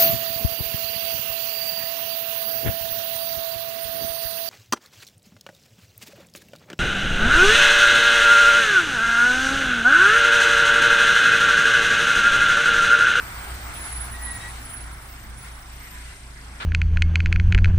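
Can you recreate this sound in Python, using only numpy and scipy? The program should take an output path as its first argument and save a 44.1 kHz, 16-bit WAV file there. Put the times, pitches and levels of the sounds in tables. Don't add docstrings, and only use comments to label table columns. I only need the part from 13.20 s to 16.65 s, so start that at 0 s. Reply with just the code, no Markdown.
import sys
import numpy as np
from scipy import signal
from scipy.fft import rfft, irfft, next_fast_len
from scipy.io import wavfile
from scipy.ndimage import uniform_filter1d, map_coordinates

SR = 44100
rng = np.random.default_rng(int(sys.argv[2]) if len(sys.argv) > 2 else 0)


def magnitude_from_level(level_db):
    exponent = np.asarray(level_db, float) / 20
    return 10 ** exponent


def master(y):
    cut = np.clip(np.atleast_2d(y).T, -1, 1)
    pcm = np.round(cut * 32767)
    wavfile.write(sys.argv[1], SR, pcm.astype(np.int16))


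N = 152145

# time in seconds, firing rate in Hz, level in dB.
TRUCK_FIRING = [(0, 63, -45), (.15, 63, -50), (.33, 63, -38), (.5, 63, -40), (.65, 63, -45), (.7, 63, -40),
                (.8, 59.6, -35), (.92, 59.45, -37), (1, 59.35, -41), (1.1, 59.2, -40), (1.8, 59, -46),
                (1.9, 61.8, -58), (2.1, 61.5, -47), (2.3, 60.5, -46), (2.55, 60.5, -53), (2.7, 58.5, -46),
                (3.1, 61, -53), (3.45, 59, -50)]
# multiple of the firing rate, level in dB.
TRUCK_ORDERS = [(1, 0.5), (2, -16)]
TRUCK_START_TURNS = -0.26
# multiple of the idle rate, level in dB.
IDLE_ORDERS = [(1, -50), (2, -43), (3, -59.5), (4.6, -59.5)]
IDLE_HZ = 28.0
# frequency in Hz, level in dB.
CLATTER_SPECTRUM = [(3000, -70), (4700, -6), (5500, 0), (6200, -4), (8000, -70)]
CLATTER_DB, CLATTER_SHARPNESS = -60.5, 2.2

# time in seconds, level in dB.
ROLLING_LEVEL = [(0.0, -41), (0.05, -40.5), (0.57, -41), (0.59, -40), (1.23, -42.5), (2.07, -48.5),
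                 (2.93, -50.5), (2.99, -53), (3.36, -48.5)]
# frequency in Hz, density in dB per Hz.
TREAD_SPECTRUM = [(190, -51), (330, -7.5), (473, -12), (697, 1.5), (1600, 3.5), (1840, 0.5), (2110, 0.5),
                  (2380, -9), (3000, -20), (3900, -22), (6600, -120)]
# frequency in Hz, density in dB per Hz.
BODY_SPECTRUM = [(15, -12), (38, -5), (62, -10), (85, -3), (125, -4), (155, -11), (300, -15), (550, -25),
                 (2000, -45), (6000, -90)]
BODY_DB, BODY_FOLLOWS = -47, 0.47

# time in seconds, level in dB.
LEAK_FLOW = [(0.0, -45), (0.52, -45), (0.64, -43.5), (0.98, -47.5), (1.23, -44.5), (1.69, -51),
             (2.14, -52.5), (2.28, -47.5), (2.33, -52.5), (2.87, -47.5), (3.04, -52.5), (3.35, -52),
             (3.36, -51.5)]
# frequency in Hz, density in dB per Hz.
LEAK_SPECTRUM = [(1500, -12.5), (2100, -1), (2600, -4.5), (4400, -6.5), (6500, -11.5), (8800, -2),
                 (9500, -6.5), (9900, -17.5), (11500, -13), (16000, -31.5)]
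LEAK_DB = 3
# time in seconds, pitch in Hz, level in dB.
WHISTLE = [(.04, 15300, -66), (.07, 15300, -54), (.13, 15050, -50), (.24, 15230, -48), (.33, 15350, -56),
           (.4, 15150, -60), (.47, 14970, -49), (.6, 15330, -50), (.8, 15200, -55), (.99, 14900, -48),
           (1.07, 15430, -56), (1.3, 15420, -60), (1.36, 15000, -54), (1.55, 15450, -56), (1.7, 14700, -60),
           (1.82, 14560, -58), (2.04, 14560, -54), (2.14, 15000, -68), (2.4, 14800, -64),
           (2.53, 14850, -60), (2.63, 14190, -54), (2.74, 13950, -56), (2.8, 13120, -61),
           (2.83, 13050, -74)]
# start in seconds, length in seconds, pitch in Hz, level in dB.
SIDE_WHISTLES = [
    (-.1, 0.2, 14300, -48),
    (.03, 0.14, 14600, -52),
    (.23, 0.21, 14650, -49),
    (.4, .12, 14500, -56),
    (1.72, .07, 15650, -62),
    (1.86, 0.09, 15650, -55),
    (2.05, .07, 15650, -69),
    (2.17, .1, 15600, -55),
    (2.324, .12, 15700, -64),
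]
WHISTLE_DB, WHISTLE_WIDTH_HZ = 3, 110

# centre in seconds, length in seconds, level in dB.
PUFFS = [
    (0.027, 0.075, -49),
    (0.496, 0.096, -54),
    (0.86, 0.18, -45),
    (1.388, .05, -56),
    (1.652, 0.1, -51.5),
    (2.118, 0.18, -46),
    (2.862, 0.096, -55),
    (3.428, 0.069, -55),
]
# frequency in Hz, density in dB per Hz.
PUFF_SPECTRUM = [(15, -24), (60, -3), (120, 0), (200, -14), (500, -80)]

# time in seconds, pitch in Hz, level in dB.
SQUEAL = [
    [(.52, 10250, -75), (.54, 10230, -45), (.6, 10350, -39), (.646, 10490, -32), (.672, 10500, -41),
     (.69, 10500, -35), (.76, 10500, -31)],
    [(.8, 10500, -39), (.815, 10480, -34), (.9, 10400, -43), (.93, 10320, -40), (1.005, 10290, -50),
     (1.025, 10270, -37), (1.12, 10290, -33)],
    [(1.14, 10380, -40), (1.165, 10470, -38), (1.21, 10370, -47), (1.26, 10330, -54), (1.3, 10280, -46),
     (1.33, 10290, -54), (1.345, 10310, -49), (1.385, 10300, -66)],
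    [(1.42, 10250, -49), (1.466, 10240, -41), (1.486, 10220, -51), (1.504, 10250, -41), (1.55, 10460, -39),
     (1.65, 10500, -43), (1.69, 10450, -62)],
    [(1.71, 10380, -58), (1.735, 10290, -45), (1.79, 10400, -62), (1.81, 10330, -62), (1.842, 10270, -46),
     (1.9, 10290, -62), (1.93, 10300, -95)],
    [(2.1, 10250, -95), (2.15, 10260, -62), (2.2, 10300, -45), (2.27, 10440, -52), (2.3, 10400, -58),
     (2.326, 10300, -50), (2.44, 10260, -64), (2.46, 10260, -77)],
]
SQUEAL_DB, SQUEAL_LEFT_DB, SQUEAL_SCATTER = -1.5, -2, .95
SQUEAL_WIDTH_HZ, SKIRT_WIDTH_HZ, SKIRT_DB = 35, 220, -13
# start in seconds, length in seconds, level in dB.
GROAN = [
    (0.929, 0.047, -41),
    (.97, .055, -49),
    (1.011, 0.038, -43),
    (1.041, 0.047, -43),
    (1.067, 0.063, -37.5),
    (1.123, 0.038, -44.5),
    (1.143, 0.044, -40),
    (1.195, 0.023, -42),
    (1.222, 0.058, -38.5),
    (1.267, 0.034, -40.5),
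]
# time in seconds, pitch in Hz.
GROAN_PITCH = [(.93, 1900), (.96, 1903), (1.03, 1947), (1.09, 1925), (1.16, 1902), (1.21, 1908),
               (1.25, 1922), (1.3, 1948)]
# start in seconds, length in seconds, level in dB.
GROAN_OCTAVE = [
    (1.105, .03, -54),
    (1.14, .05, -53),
    (1.195, .05, -46),
    (1.24, .045, -55),
]
# start in seconds, length in seconds, pitch in Hz, glide in Hz per second, level in dB.
SQUEAKS = [
    (1.485, .055, 9020, 0, -42),
    (2.68, .11, 1010, -150, -56),
    (2.77, .1, 990, -250, -57),
    (2.845, .06, 2000, 0, -51),
    (2.89, .07, 2000, 100, -57),
    (2.89, .04, 1760, -600, -55),
    (2.915, .04, 1620, -400, -56),
    (1.3, .42, 258, -30, -57),
    (1.95, .2, 215, 0, -59),
]

# start in seconds, length in seconds, level in dB.
SCUFFS = [
    (2.235, 0.075, -46),
    (2.551, 0.3, -51),
    (2.714, 0.14, -52),
    (2.82, .16, -50),
    (3.147, 0.071, -49),
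    (3.35, .06, -50),
]
# frequency in Hz, density in dB per Hz.
SCUFF_SPECTRUM = [(800, -58), (1550, 3.5), (2050, 5), (2400, -6), (4000, -60)]

# frequency in Hz, density in dB per Hz.
BLOW_SPECTRUM = [(250, -16), (900, -6), (1350, 1), (1800, -4), (2500, -7), (4000, -9), (5200, -20),
                 (14000, -50)]
BLOW_START_S, BLOW_DB, BLOW_RISE_S, BLOW_T60_S = 3.395, -27, 0.007, 0.3

# frequency in Hz, left-right correlation.
PORT_LIKENESS = [(60, 0.96), (250, 0.99), (700, 0.51), (2000, 0.45), (5000, 0.077), (10000, 0.084)]
# frequency in Hz, left over right in dB.
PORT_SHADE = [(300, -.5), (640, 5.5), (1400, -6), (2800, 7.5), (5000, -1), (15000, -2)]
HALF_LEFT_RIGHT = np.array([[.5], [-.5]])
GROUND_LEAD_S, AIR_LEAD_S, MONO_HZ = .00016, 0.0004964, 244
GLINT_RATE_HZ, GLINT_SHARE = 70, 1.0
TOP_HZ = 15880
MASK_DB, MASK_DB_PER_KHZ, MASK_FROM_HZ = -14.5, 3.8, 11300


def unit(x):
    return x / np.sqrt(np.mean(x ** 2) + 1e-20)


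def along(points, hz):
    f, v = np.transpose(points)
    return np.interp(np.log(hz + 1), np.log(f + 1), v)


def seconds():
    return np.arange(N) / SR


def curves(rows):
    s, *columns = np.transpose(rows)
    return [np.interp(seconds(), s, column) for column in columns]


def wobble(rate_hz):
    return map_coordinates(rng.standard_normal(N // 40), [seconds() * rate_hz])


def window(start_s, length_s):
    return np.sin(np.pi * np.clip((seconds() - start_s) / length_s, 0, 1))


def swells(events):
    return sum(magnitude_from_level(db) * window(start_s, length_s) for start_s, length_s, db in events)


def filtered(x, response):
    m = next_fast_len(N + 8192)
    return irfft(rfft(x, m) * response(np.fft.rfftfreq(m, 1 / SR)), m)[..., :N]


def rush(spectrum, patchy_db, apart=False):
    z = signal.stft(rng.standard_normal((2, N)), nperseg=512)[2]
    field = uniform_filter1d(rng.standard_normal(z.shape[1:]), size=6, axis=0)
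    field = uniform_filter1d(field, size=10, axis=1)
    pair = signal.istft(z * magnitude_from_level(patchy_db * unit(field)), nperseg=512)[1][:, :N]

    def mid_side(hz):
        likeness = along(PORT_LIKENESS, hz) * (not apart)
        angle = np.arccos(np.clip(likeness, 0, 1)) / 2
        return magnitude_from_level(along(spectrum, hz)) * [np.cos(angle), np.sin(angle)]

    mid, side = filtered(pair, mid_side)
    return unit(np.array([mid + side, mid - side]))


def tone(hz, width_hz, share):
    phase = 2 * np.pi * np.cumsum(hz + width_hz * wobble(430)) / SR
    fade = np.array([1 + share * (wobble(GLINT_RATE_HZ) + 1j * wobble(GLINT_RATE_HZ)) for _ in "LR"])
    return unit(np.real(fade * np.exp(1j * phase)))


def truck_exhaust():
    hz, level_db = curves(TRUCK_FIRING)
    turns = TRUCK_START_TURNS + np.cumsum(hz) / SR
    return np.sqrt(2) * sum(magnitude_from_level(level_db + db + 1.2 * wobble(6.34)) * np.sin(2 * np.pi * order * turns)
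                            for order, db in TRUCK_ORDERS)


def idling_diesel():
    turns = IDLE_HZ * seconds()
    exhaust = sum(magnitude_from_level(db + 0.89 * wobble(5.4)) * np.sin(2 * np.pi * order * turns)
                  for order, db in IDLE_ORDERS)
    gate = unit(np.exp(CLATTER_SHARPNESS * np.cos(2 * np.pi * turns)))
    return np.sqrt(2) * exhaust + magnitude_from_level(CLATTER_DB) * gate * rush(CLATTER_SPECTRUM, patchy_db=-1.0)


def rolling():
    level_db, = curves(ROLLING_LEVEL)
    tread_db = level_db + 0.94 + 0.38 * wobble(13)
    body_db = BODY_DB + BODY_FOLLOWS * (level_db - level_db.mean()) + 0.92 * wobble(7.5)
    tread = magnitude_from_level(tread_db) * rush(TREAD_SPECTRUM, patchy_db=1.24)
    return tread + magnitude_from_level(body_db) * rush(BODY_SPECTRUM, patchy_db=0.7)


def leak_hiss():
    flow_db, = curves(LEAK_FLOW)
    return magnitude_from_level(flow_db + LEAK_DB + 0.33 * wobble(14)) * rush(LEAK_SPECTRUM, patchy_db=1.57)


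def leak_whistle():
    t = seconds()
    hz, level_db = curves(WHISTLE)
    sounding = (t > WHISTLE[0][0]) & (t < WHISTLE[-1][0])
    main = magnitude_from_level(level_db + WHISTLE_DB) * sounding * tone(hz, WHISTLE_WIDTH_HZ, GLINT_SHARE)
    sides = sum(magnitude_from_level(db) * np.sqrt(window(start_s, length_s)) * tone(pitch_hz, WHISTLE_WIDTH_HZ, GLINT_SHARE)
                for start_s, length_s, pitch_hz, db in SIDE_WHISTLES)
    return main + sides


def wind():
    gust = swells([(centre_s - length_s / 2, length_s, db) for centre_s, length_s, db in PUFFS])
    lumps = unit(magnitude_from_level(4 * wobble(25)))
    return gust * lumps * rush(PUFF_SPECTRUM, patchy_db=4.0, apart=True)


def brake_squeal():
    t = seconds()
    hz, level_db = curves([row for stretch in SQUEAL for row in stretch])
    sounding = (t > SQUEAL[0][0][0]) & (t < SQUEAL[-1][-1][0])
    gain = magnitude_from_level(level_db + SQUEAL_DB + SQUEAL_LEFT_DB * HALF_LEFT_RIGHT) * sounding
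    core = tone(hz, SQUEAL_WIDTH_HZ, SQUEAL_SCATTER)
    skirt = magnitude_from_level(SKIRT_DB) * tone(hz, SKIRT_WIDTH_HZ, GLINT_SHARE)
    return gain * (core + skirt)


def brake_groan():
    hz, = curves(GROAN_PITCH)
    return swells(GROAN) * tone(hz, 4, .1) + swells(GROAN_OCTAVE) * tone(2 * hz, 8, .1)


def brake_squeaks():
    out = 0
    for start_s, length_s, hz, glide, db in SQUEAKS:
        pitch_hz = hz + glide * (seconds() - start_s)
        out = out + magnitude_from_level(db) * window(start_s, length_s) * tone(pitch_hz, hz * .002, .12)
    return out


def tyre_scuffs():
    return swells(SCUFFS) * rush(SCUFF_SPECTRUM, patchy_db=3.5)


def valve_blow_off():
    since_s = np.maximum(seconds() - BLOW_START_S, 0)
    decay = magnitude_from_level(BLOW_DB - 60 * since_s / BLOW_T60_S + 1.5 * wobble(120))
    rise = (1 - np.exp(-since_s / BLOW_RISE_S)) ** 2
    return decay * rise * rush(BLOW_SPECTRUM, patchy_db=0)


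def ports(x, lead_s):
    def response(hz):
        shade = magnitude_from_level(HALF_LEFT_RIGHT * along(PORT_SHADE, hz))
        lead_turns = HALF_LEFT_RIGHT * lead_s * hz ** 3 / (hz ** 2 + MONO_HZ ** 2)
        return shade * np.exp(2j * np.pi * lead_turns)

    return filtered(x, response)


def masked(x):
    hz, _, z = signal.stft(x, SR, nperseg=2048)
    power = (np.abs(z[:, :1024]) ** 2).sum(axis=0)
    power = power.reshape(64, 16, -1).sum(axis=1)
    mid_hz = hz[8:1024:16]
    apart_khz = np.abs(mid_hz[:, None] - mid_hz) / 1000
    spread = magnitude_from_level(2 * (MASK_DB - MASK_DB_PER_KHZ * apart_khz)) * (mid_hz > 9900)
    threshold = (spread[..., None] * power).max(axis=1)
    keep = (power > threshold) | (mid_hz < MASK_FROM_HZ)[:, None]
    z[:, :1024] *= np.repeat(keep, 16, axis=0)
    return signal.istft(z, SR, nperseg=2048)[1][:, :N]


def scene():
    ground = truck_exhaust() + idling_diesel() + rolling() + tyre_scuffs()
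    air = leak_hiss() + leak_whistle() + valve_blow_off()
    brakes = brake_squeal() + brake_groan() + brake_squeaks()
    return ports(ground, GROUND_LEAD_S) + ports(air, AIR_LEAD_S) + ports(brakes, 0) + wind()


def low_pass(x):
    return signal.sosfilt(signal.butter(12, 15880, fs=SR, output="sos"), x)


def record(dry):
    limited = filtered(dry, lambda hz: hz < TOP_HZ)
    mix = masked(limited)
    return low_pass(mix)


dry = scene()
out = record(dry)
master(out)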